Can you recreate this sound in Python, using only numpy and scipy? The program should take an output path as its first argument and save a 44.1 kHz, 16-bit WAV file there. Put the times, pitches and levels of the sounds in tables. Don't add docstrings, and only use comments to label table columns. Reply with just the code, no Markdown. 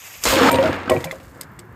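import sys
import numpy as np
from scipy import signal
from scipy.io import wavfile
from scipy.ndimage import uniform_filter1d

SR = 44100
rng = np.random.default_rng(int(sys.argv[2]) if len(sys.argv) > 2 else 0)


def boost_factor(decibels):
    exponent = np.asarray(decibels, float) / 20
    return 10 ** exponent


def int16_out(signal):
    q = np.round(np.clip(np.atleast_2d(signal).T, -1, 1) * 32767)
    wavfile.write(sys.argv[1], SR, q.astype(np.int16))


N = 77175


def in_time(rows):
    s, *columns = np.transpose(rows)
    return [np.interp(np.arange(N) / SR, s, c) for c in columns]


def rms_one(x):
    return x / np.sqrt(np.mean(x ** 2) + 1e-20)


def drift(rate):
    r = np.exp(-80 * np.pi * rate / SR)
    slow = signal.lfilter([1], [1, -2 * r, r * r], rng.standard_normal(N // 40 + 2002))[2000:]
    return np.interp(np.arange(N) / 40, np.arange(len(slow)), rms_one(slow))


def cut(x, hz, kind):
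    return signal.sosfilt(signal.butter(2, min(hz, .45 * SR), kind, fs=SR, output="sos"), x)


def noise(low_hz, high_hz):
    return rms_one(cut(cut(rng.standard_normal(N), high_hz, "low"), low_hz, "high"))


def clicks(s, gain):
    out = np.full(N, 1e-18)
    np.add.at(out, (np.asarray(s) * SR).astype(int), gain)
    return out


def ring(x, hz, t60):
    r, w = boost_factor(-60 / (t60 * SR)), 2 * np.pi * hz / SR
    return signal.lfilter([0, np.sin(w)], [1, -2 * r * np.cos(w), r * r], x)


def dying(x, t60):
    return signal.lfilter([1], [1, -boost_factor(-60 / (t60 * SR))], x)


def banded(spectrum, patchy_db, rate, tilt_db=0, white=None):
    hz_at, db_at = np.transpose(spectrum)
    out, power = 0, 0
    together = drift(rate / 3)
    edges = 22 * 2 ** np.arange(0, 9.7, 1 / 3)
    white = rng.standard_normal((2, N)) if white is None else white
    for k, (low, high) in enumerate(zip(edges, edges[1:])):
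        hz = np.sqrt(low * high)
        level_db = np.interp(np.log(hz), np.log(hz_at), db_at, left=-60)
        gain = boost_factor(level_db + tilt_db * np.log2(hz / 1000))
        band = signal.sosfilt(signal.butter(2, [low, high], "band", fs=SR, output="sos"), white[k % 2])
        flicker = boost_factor(patchy_db * (0.94 * together + drift(rate)))
        out = out + gain * flicker * band
        power = power + gain ** 2 * (high - low) / SR * 2
    return out / np.sqrt(power)


def shade(x, bumps):
    for hz, width_hz, db in bumps:
        b, a = signal.iirpeak(hz, hz / width_hz, fs=SR)
        x = x - (1 - boost_factor(db)) * signal.lfilter(b, a, x)
    return x


# f/Hz, level/dB per Hz
TRAFFIC = [(15, -64), (25, -54), (108, 4.5), (754, -13), (936, -7.5), (1650, -8.5), (3160, -34),
           (13600, -34), (16000, -39)]
# t/s, level/dB
TRAFFIC_SWELL = [
    (0, -7),
    (.3, 2.5),
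    (1.3, 4.5),
    (1.45, 9),
    (1.75, 6.5),
]


def background(roar_db):
    swell_db, = in_time(TRAFFIC_SWELL)
    rumble = rms_one(cut(cut(cut(rng.standard_normal(N), 91.4, "low"), 91.4, "low"), 72, "high"))
    rumble_db = -52 + 0.18 * (np.maximum(roar_db, -65) + 59) + 4 * drift(4.4)
    traffic = boost_factor(-52.5 + swell_db) * banded(TRAFFIC, patchy_db=.8, rate=12)
    return traffic + boost_factor(rumble_db) * rumble


# t/s, level/dB
EMBERS = [
    (1.519, -38),
    (1.537, -43),
    (1.557, -44),
    (1.566, -47),
    (1.654, -45),
    (1.683, -52),
    (1.726, -42),
]


def embers():
    s, db = np.transpose(EMBERS)
    return cut(rng.standard_normal(N) * dying(clicks(s, boost_factor(db)), 0.0049), 11040, "high")


# from t/s, to t/s, start level/dB, fade/dB per s
SPINS = [
    (.52, 0.762, -37, 19),
    (.925, 1.034, -33.5, 38),
    (1.066, 1.424, -42.5, 28),
]


def wheel():
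    ticks_per_s = 190
    beat = np.zeros(N)
    for start, end, db, fade in SPINS:
        s = start + np.cumsum(rng.uniform(.7, 1.3, 90)) / ticks_per_s
        size = boost_factor(db + rng.normal(0, 2.5, 90) - fade * (s - start))
        beat = beat + clicks(s[s < end], size[s < end])
    return cut(cut(rng.standard_normal(N) * dying(beat, .022), 4000, "high"), 12000, "low")


# t/s, level/dB, shift from body click to bright snap/dB, bounce level/dB
TICKS = [
    (0.211, -35, 11, 0),
    (0.896, -11.5, 8, -32),
    (1.0414, -13, 1.5, -22),
    (1.1111, -19.5, -2, -12.5),
    (1.409, -22, 15.5, -12),
    (1.430, -34, 9, -22),
    (1.5895, -27, 9, -9),
    (.9175, -27.5, 5, -20),
    (1.005, -34, -2, -20),
]
# f/Hz, level/dB, t60/s
TICK_BODY = [(2060, 5.5, 0.019), (3480, -2.5, 0.015), (5060, -9.5, 0.0073), (8180, -5.5, 0.005),
             (11000, -7, 0.0021), (13200, -10, 0.0024)]


def splinters():
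    s, db, shift_db, bounce_db = np.transpose(TICKS)
    luck, out = rng.normal(0, 1.5, (len(s), 8)), 0
    for k, (hz, mode_db, t60) in enumerate(TICK_BODY):
        is_snap = hz > 4000
        gain = boost_factor(db + mode_db + luck[:, k] + (shift_db if is_snap else -shift_db) - 13.5)
        hit = clicks(s + 0.0018 * is_snap, gain) + clicks(s + 0.0087, gain * boost_factor(bounce_db))
        if is_snap:
            push = cut(dying(hit, 0.0089), 360, "low") * rng.standard_normal(N) * 0.61
        else:
            push = 2.67 * hit
        out = out + ring(push, hz, t60)
    tail = cut(dying(clicks(s, boost_factor(db - 14)), 0.072), 150, "low")
    return out + noise(2000, 11000) * tail


# t/s, wheel level/dB, axle level/dB, barrel level/dB, pin level/dB
CLINKS = [
    (0.498, -19, -56, -25.5, -37),
    (0.515, -28.5, -47, -21, -24),
    (.529, -42, -50, -20.5, -36),
    (0.555, -22, -54, -46, -39),
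    (.586, -34, -31, -27, -68),
    (.904, -37, -28, -48, -50),
    (0.918, -33, -34, -38, -39),
    (.964, -32.5, -38, -26.5, -68),
    (1.072, -59, -43, -32, -77),
]
# f/Hz, t60/s
IRON_LOW = [(942, 0.48), (1922, 0.32), (2333, 0.079)]
# f/Hz, level/dB, t60/s
PIN = [(3752, -4, .05), (7311, -2, .06), (8651, -2, .14), (9679, -9, .04), (12460, -9, .04),
       (12880, -5, .09), (13560, -6, .05), (14840, -9, .05)]


def iron():
    s, *levels, pin_db = np.transpose(CLINKS)
    luck = rng.normal(0, 2.0, (len(s), 8))
    low = sum(ring(clicks(s, boost_factor(db)), hz, t60) for db, (hz, t60) in zip(levels, IRON_LOW))
    pin = 0
    for k, (hz, db, t60) in enumerate(PIN):
        pin = pin + ring(clicks(s, boost_factor(pin_db + db + luck[:, k])), hz, t60)
    crack = rng.standard_normal(N) * dying(clicks(s, boost_factor(pin_db + 5)), .025)
    return cut(cut(low, 5300, "low"), 370, "high") + cut(pin + crack, 3000, "high")


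MUFFLED_S = [0.496, 0.567, 0.624, 0.703, 0.941, 0.986, 1.168]
MUFFLE_DB_PER_S = 892
# t/s, f/Hz, level/dB, t60/s
LONE_BLOWS = [(.302, 545, -17, .06), (.328, 930, -15, 0.062), (.364, 325, -9, 0.12),
              (0.376, 534, -14.5, 0.08), (.398, 1140, -8, 0.043), (.410, 477, -7.5, 0.18),
              (.428, 275, -9.5, 0.12), (0.455, 284, -10.5, 0.13), (0.457, 880, -9, 0.056),
              (0.488, 1280, -7.5, 0.061), (0.54, 3730, -20, 0.013), (0.556, 3800, -20, 0.022),
              (.586, 2770, -18.5, .02), (0.5856, 535.6, -9.5, 0.64), (0.5858, 880, -10, 0.014),
              (.508, 536, -18, .15), (.535, 521, -14, 0.41), (.52, 262.7, -17.5, 0.84),
              (.636, 637, -12, 0.19), (0.663, 1410, -18, 0.049), (.725, 1667, -22, 0.067),
              (.946, 752, -21, .12), (.876, 267, -13, 0.03), (0.877, 1290, -20.5, 0.045),
              (0.88, 1550, -21.5, 0.039), (.895, 2970, -19.5, 0.04), (0.897, 2460, -15.5, 0.022),
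              (.895, 764, -15.5, 0.09), (.895, 361, -14.5, 0.094), (.908, 527.6, -17, 0.29),
              (.908, 625.7, -11.5, 0.28), (0.909, 1072, -14, 0.093), (.918, 2235, -20, 0.039),
              (0.965, 2524, -23, 0.022), (0.963, 136, -14, 0.11), (1.043, 820, -25, 0.049),
              (1.049, 163.6, -25, .2), (1.489, 123, -36, 0.18), (1.59, 350, -41.5, 0.23),
              (1.64, 367, -41.5, 0.14), (1.69, 124.5, -32, 0.094)]


def lone_blows():
    t, out = np.arange(N) / SR, 0
    rise_cycles = 0.39
    for s, hz, db, t60 in LONE_BLOWS:
        age = np.maximum(t - s, 0)
        end = min([m for m in MUFFLED_S if m > s] + [N / SR])
        fall_db = 60 * age / t60 + MUFFLE_DB_PER_S * np.maximum(t - end, 0)
        swell = 1 - np.exp(-age * hz / rise_cycles)
        out = out + boost_factor(db - fall_db) * swell * np.sin(2 * np.pi * hz * age)
    return out


# t/s, planks level/dB, carriage level/dB, crack level/dB
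KNOCKS = [(.301, -37, -19.5, -7), (.328, -22, -18, -29), (0.368, -33, -23.5, -5.5), (.404, -34, -24.5, -25),
          (0.415, -19.5, -36, -41), (.438, -20.5, -40, -15), (0.461, -37, -45, -13), (.489, -38, -51, -36),
          (.508, -24, -17.5, -9), (0.527, -20.5, -23, -11), (0.543, -21, -20.5, -6.5),
          (0.557, -24, -20, -10), (.586, -19.5, -20.5, -19.5), (.626, -22, -22.5, -10.5),
          (.637, -45, -18, -14), (.657, -19.5, -24, -11), (.692, -18, -21, -28), (.676, -38, -32, -16),
          (.728, -31.5, -46, -13.5), (0.741, -31, -52, -19.5), (0.831, -37, -60, -23),
          (0.857, -38, -59, -26), (.876, -35.5, -43, -23), (.895, -29, -22, -13), (.909, -16, -22, -38),
          (.918, -20, -15.5, -22), (.950, -19.5, -32, -50), (.964, -22, -25, -32), (1.005, -30, -39, -25.5),
          (1.055, -38, -31, -33), (1.072, -60, -38, -48)]
# t/s, planks level/dB, carriage level/dB, crack level/dB
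SETTLING = [
    (1.126, -45, -28.5, -40),
    (1.199, -48, -45.5, -32),
    (1.357, -45, -48.5, -39),
    (1.393, -44, -46.5, -54),
    (1.686, -47, -68, -73),
]
# f/Hz, level/dB, t60/s
PLANKS = [(90.2, -2.5, 0.74), (130.4, -5, 0.21), (164.4, -17, 0.16), (273, -2, 0.2), (357.2, 1, 0.096),
          (478.6, -3, 0.18)]
# f/Hz, level/dB, t60/s
CARRIAGE = [(534.9, 0, 0.36), (625, -1, 0.1), (673, -8, 0.13), (778, -4, 0.041), (1026, -2.5, 0.038),
            (1170, -7, 0.025)]


def tumble(roar_db):
    s, *levels, crack_db = np.transpose(KNOCKS + SETTLING)
    luck, sign = rng.normal(0, 1.5, (len(s), 12)), rng.choice([-1, 1], (len(s), 12))
    chatter_per_s, chatter_db = 38, (-18, -21)
    chatter = (rng.random(N) < chatter_per_s / SR) * rng.standard_normal(N) * boost_factor(roar_db)
    wood, k, t = 0, 0, np.arange(N) / SR
    for body, db, loose_db in zip((PLANKS, CARRIAGE), levels, chatter_db):
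        for hz, mode_db, t60 in body:
            blows = clicks(s, sign[:, k] * boost_factor(db + mode_db + luck[:, k]))
            blows = blows + boost_factor(loose_db + mode_db) * chatter
            k += 1
            for start, end in zip([0] + MUFFLED_S, MUFFLED_S + [N / SR]):
                stretch = blows * (t >= start) * (t < end) + 1e-18
                stop = boost_factor(-MUFFLE_DB_PER_S * np.maximum(t - end, 0))
                wood = wood + ring(stretch, hz, t60) * stop
    wood = cut(wood, 1470, "low")
    wood = cut(cut(wood, 95.4, "high"), 95.4, "high")
    hits = clicks(s, boost_factor(crack_db - 11))
    crack = noise(590, 3000) * cut(dying(hits, 0.035), 300, "low")
    dull = rms_one(cut(cut(cut(rng.standard_normal(N), 2360, "low"), 2360, "low"), 170, "high"))
    yard = boost_factor(-18) * dull * cut(dying(hits, 0.79), 86, "low")
    return wood + crack + yard


# f/Hz, level/dB per Hz
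FUSE = [(240, -43), (400, -6.5), (1760, -4), (2220, 2.5), (4180, -9.5), (6340, -0.5), (9320, -8.5),
        (13100, -8.5), (16000, -38)]
# f/Hz, width/Hz, level/dB
FUSE_SHADING = [(4280, 250, -24), (9350, 580, -5), (12870, 1300, 6), (14350, 700, -9)]


def fuse():
    steady_db, flare_db, out_s = -40, 11.5, 0.2463
    db, = in_time([(0, steady_db), (0.21, steady_db), (out_s, steady_db + flare_db), (out_s + 0.016, -120)])
    return boost_factor(db) * shade(banded(FUSE, patchy_db=1.2, rate=36), FUSE_SHADING)


# t/s, level/dB, t60/s, tilt/dB per octave
SPURTS = [
    (.237, -19, 0.072, 3.5),
    (.253, -18, 0.09, 0.5),
    (0.269, -21.5, 0.044, -0.5),
    (0.287, -38, 0.015, 16),
    (0.303, -38, 0.04, 5),
]


def ignition():
    t, out = np.arange(N) / SR, 0
    bright = rms_one(cut(cut(rng.standard_normal(N), 6200, "high"), 7900, "low"))
    dull = noise(330, 1530)
    for s, db, t60, tilt_db in SPURTS:
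        envelope = cut(dying(clicks([s], boost_factor(db)), t60), 490, "low")
        out = out + envelope * (boost_factor(1.45 * tilt_db) * bright + boost_factor(-3 * tilt_db) * dull)
    thump_s, thump_hz, thump_length_s = 0.258, 51.5, 0.07
    phase = np.clip((t - thump_s) / thump_length_s, 0, 1)
    thump = np.sin(np.pi * phase) * np.sin(2 * np.pi * thump_hz * (t - thump_s))
    return out + boost_factor(-24.5) * thump


# t/s, level/dB, tilt/dB per octave
ROAR = [
    (0.234, -64, -2),
    (0.258, -17, 0.5),
    (0.296, -13.5, 5.5),
    (.4, -13, 0.14),
    (0.497, -11.5, -0.34),
    (0.507, -37.5, 1.5),
    (0.663, -21, -3),
    (0.819, -35.5, -1),
    (1.2, -46.5, -4.5),
]
# f/Hz, level/dB per Hz
ROAR_COLOUR = [(24, -52), (40, -25.5), (262, 2), (412, -7.5), (479, 0.5), (680, -4), (1150, -2),
               (6650, -20.5), (16000, -34.5)]


def roar():
    before = [(ROAR[0][0] - .01, -120, 0)]
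    after = [(ROAR[-1][0] + 0.69, -80, -4)]
    db, tilt_db = in_time(before + ROAR + after)
    snaps_per_s, snap_share = 740, 0.61
    snap_gain = boost_factor(5 * np.minimum(rng.exponential(1, N), 4)) * rng.choice([-1, 1], N)
    snaps = (rng.random(N) < snaps_per_s / SR) * snap_gain
    white = np.sqrt(1 - snap_share) * rng.standard_normal((2, N)) + np.sqrt(snap_share) * rms_one(snaps)
    return boost_factor(db) * banded(ROAR_COLOUR, patchy_db=1.0, rate=40, tilt_db=tilt_db, white=white), db


def scene():
    blast, roar_db = roar()
    debris = embers() + wheel() + splinters()
    gun = iron() + lone_blows() + tumble(roar_db)
    return (background(roar_db) + debris + gun + fuse() + ignition() + blast)[None]


def band_limit(x):
    return signal.sosfilt(signal.butter(12, 16510, fs=SR, output="sos"), x)


# f/Hz, width/Hz, level/dB
MIC_DIPS = [(5790, 660, -6.5), (9930, 3300, -8)]


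def record(dry):
    x = signal.sosfilt(signal.cheby2(10, 50, 16200, fs=SR, output="sos"), dry)
    x = shade(cut(cut(x, 36, "high"), 36, "high"), MIC_DIPS)
    limit_db, release_db_per_s, attack_s, clip_top = -3, 500, .001, 1.3
    fall = release_db_per_s * np.arange(N) / SR
    level_db = 20 * np.log10(np.abs(x[0]) + 1e-9)
    held_db = np.maximum.accumulate(level_db + fall) - fall
    over = np.maximum(held_db - limit_db, 0)
    ahead = int(attack_s * SR)
    x = x * boost_factor(-uniform_filter1d(np.roll(over, -ahead // 2), ahead))
    return band_limit(clip_top * np.tanh(x / clip_top))


dry = scene()
out = record(dry)
int16_out(out)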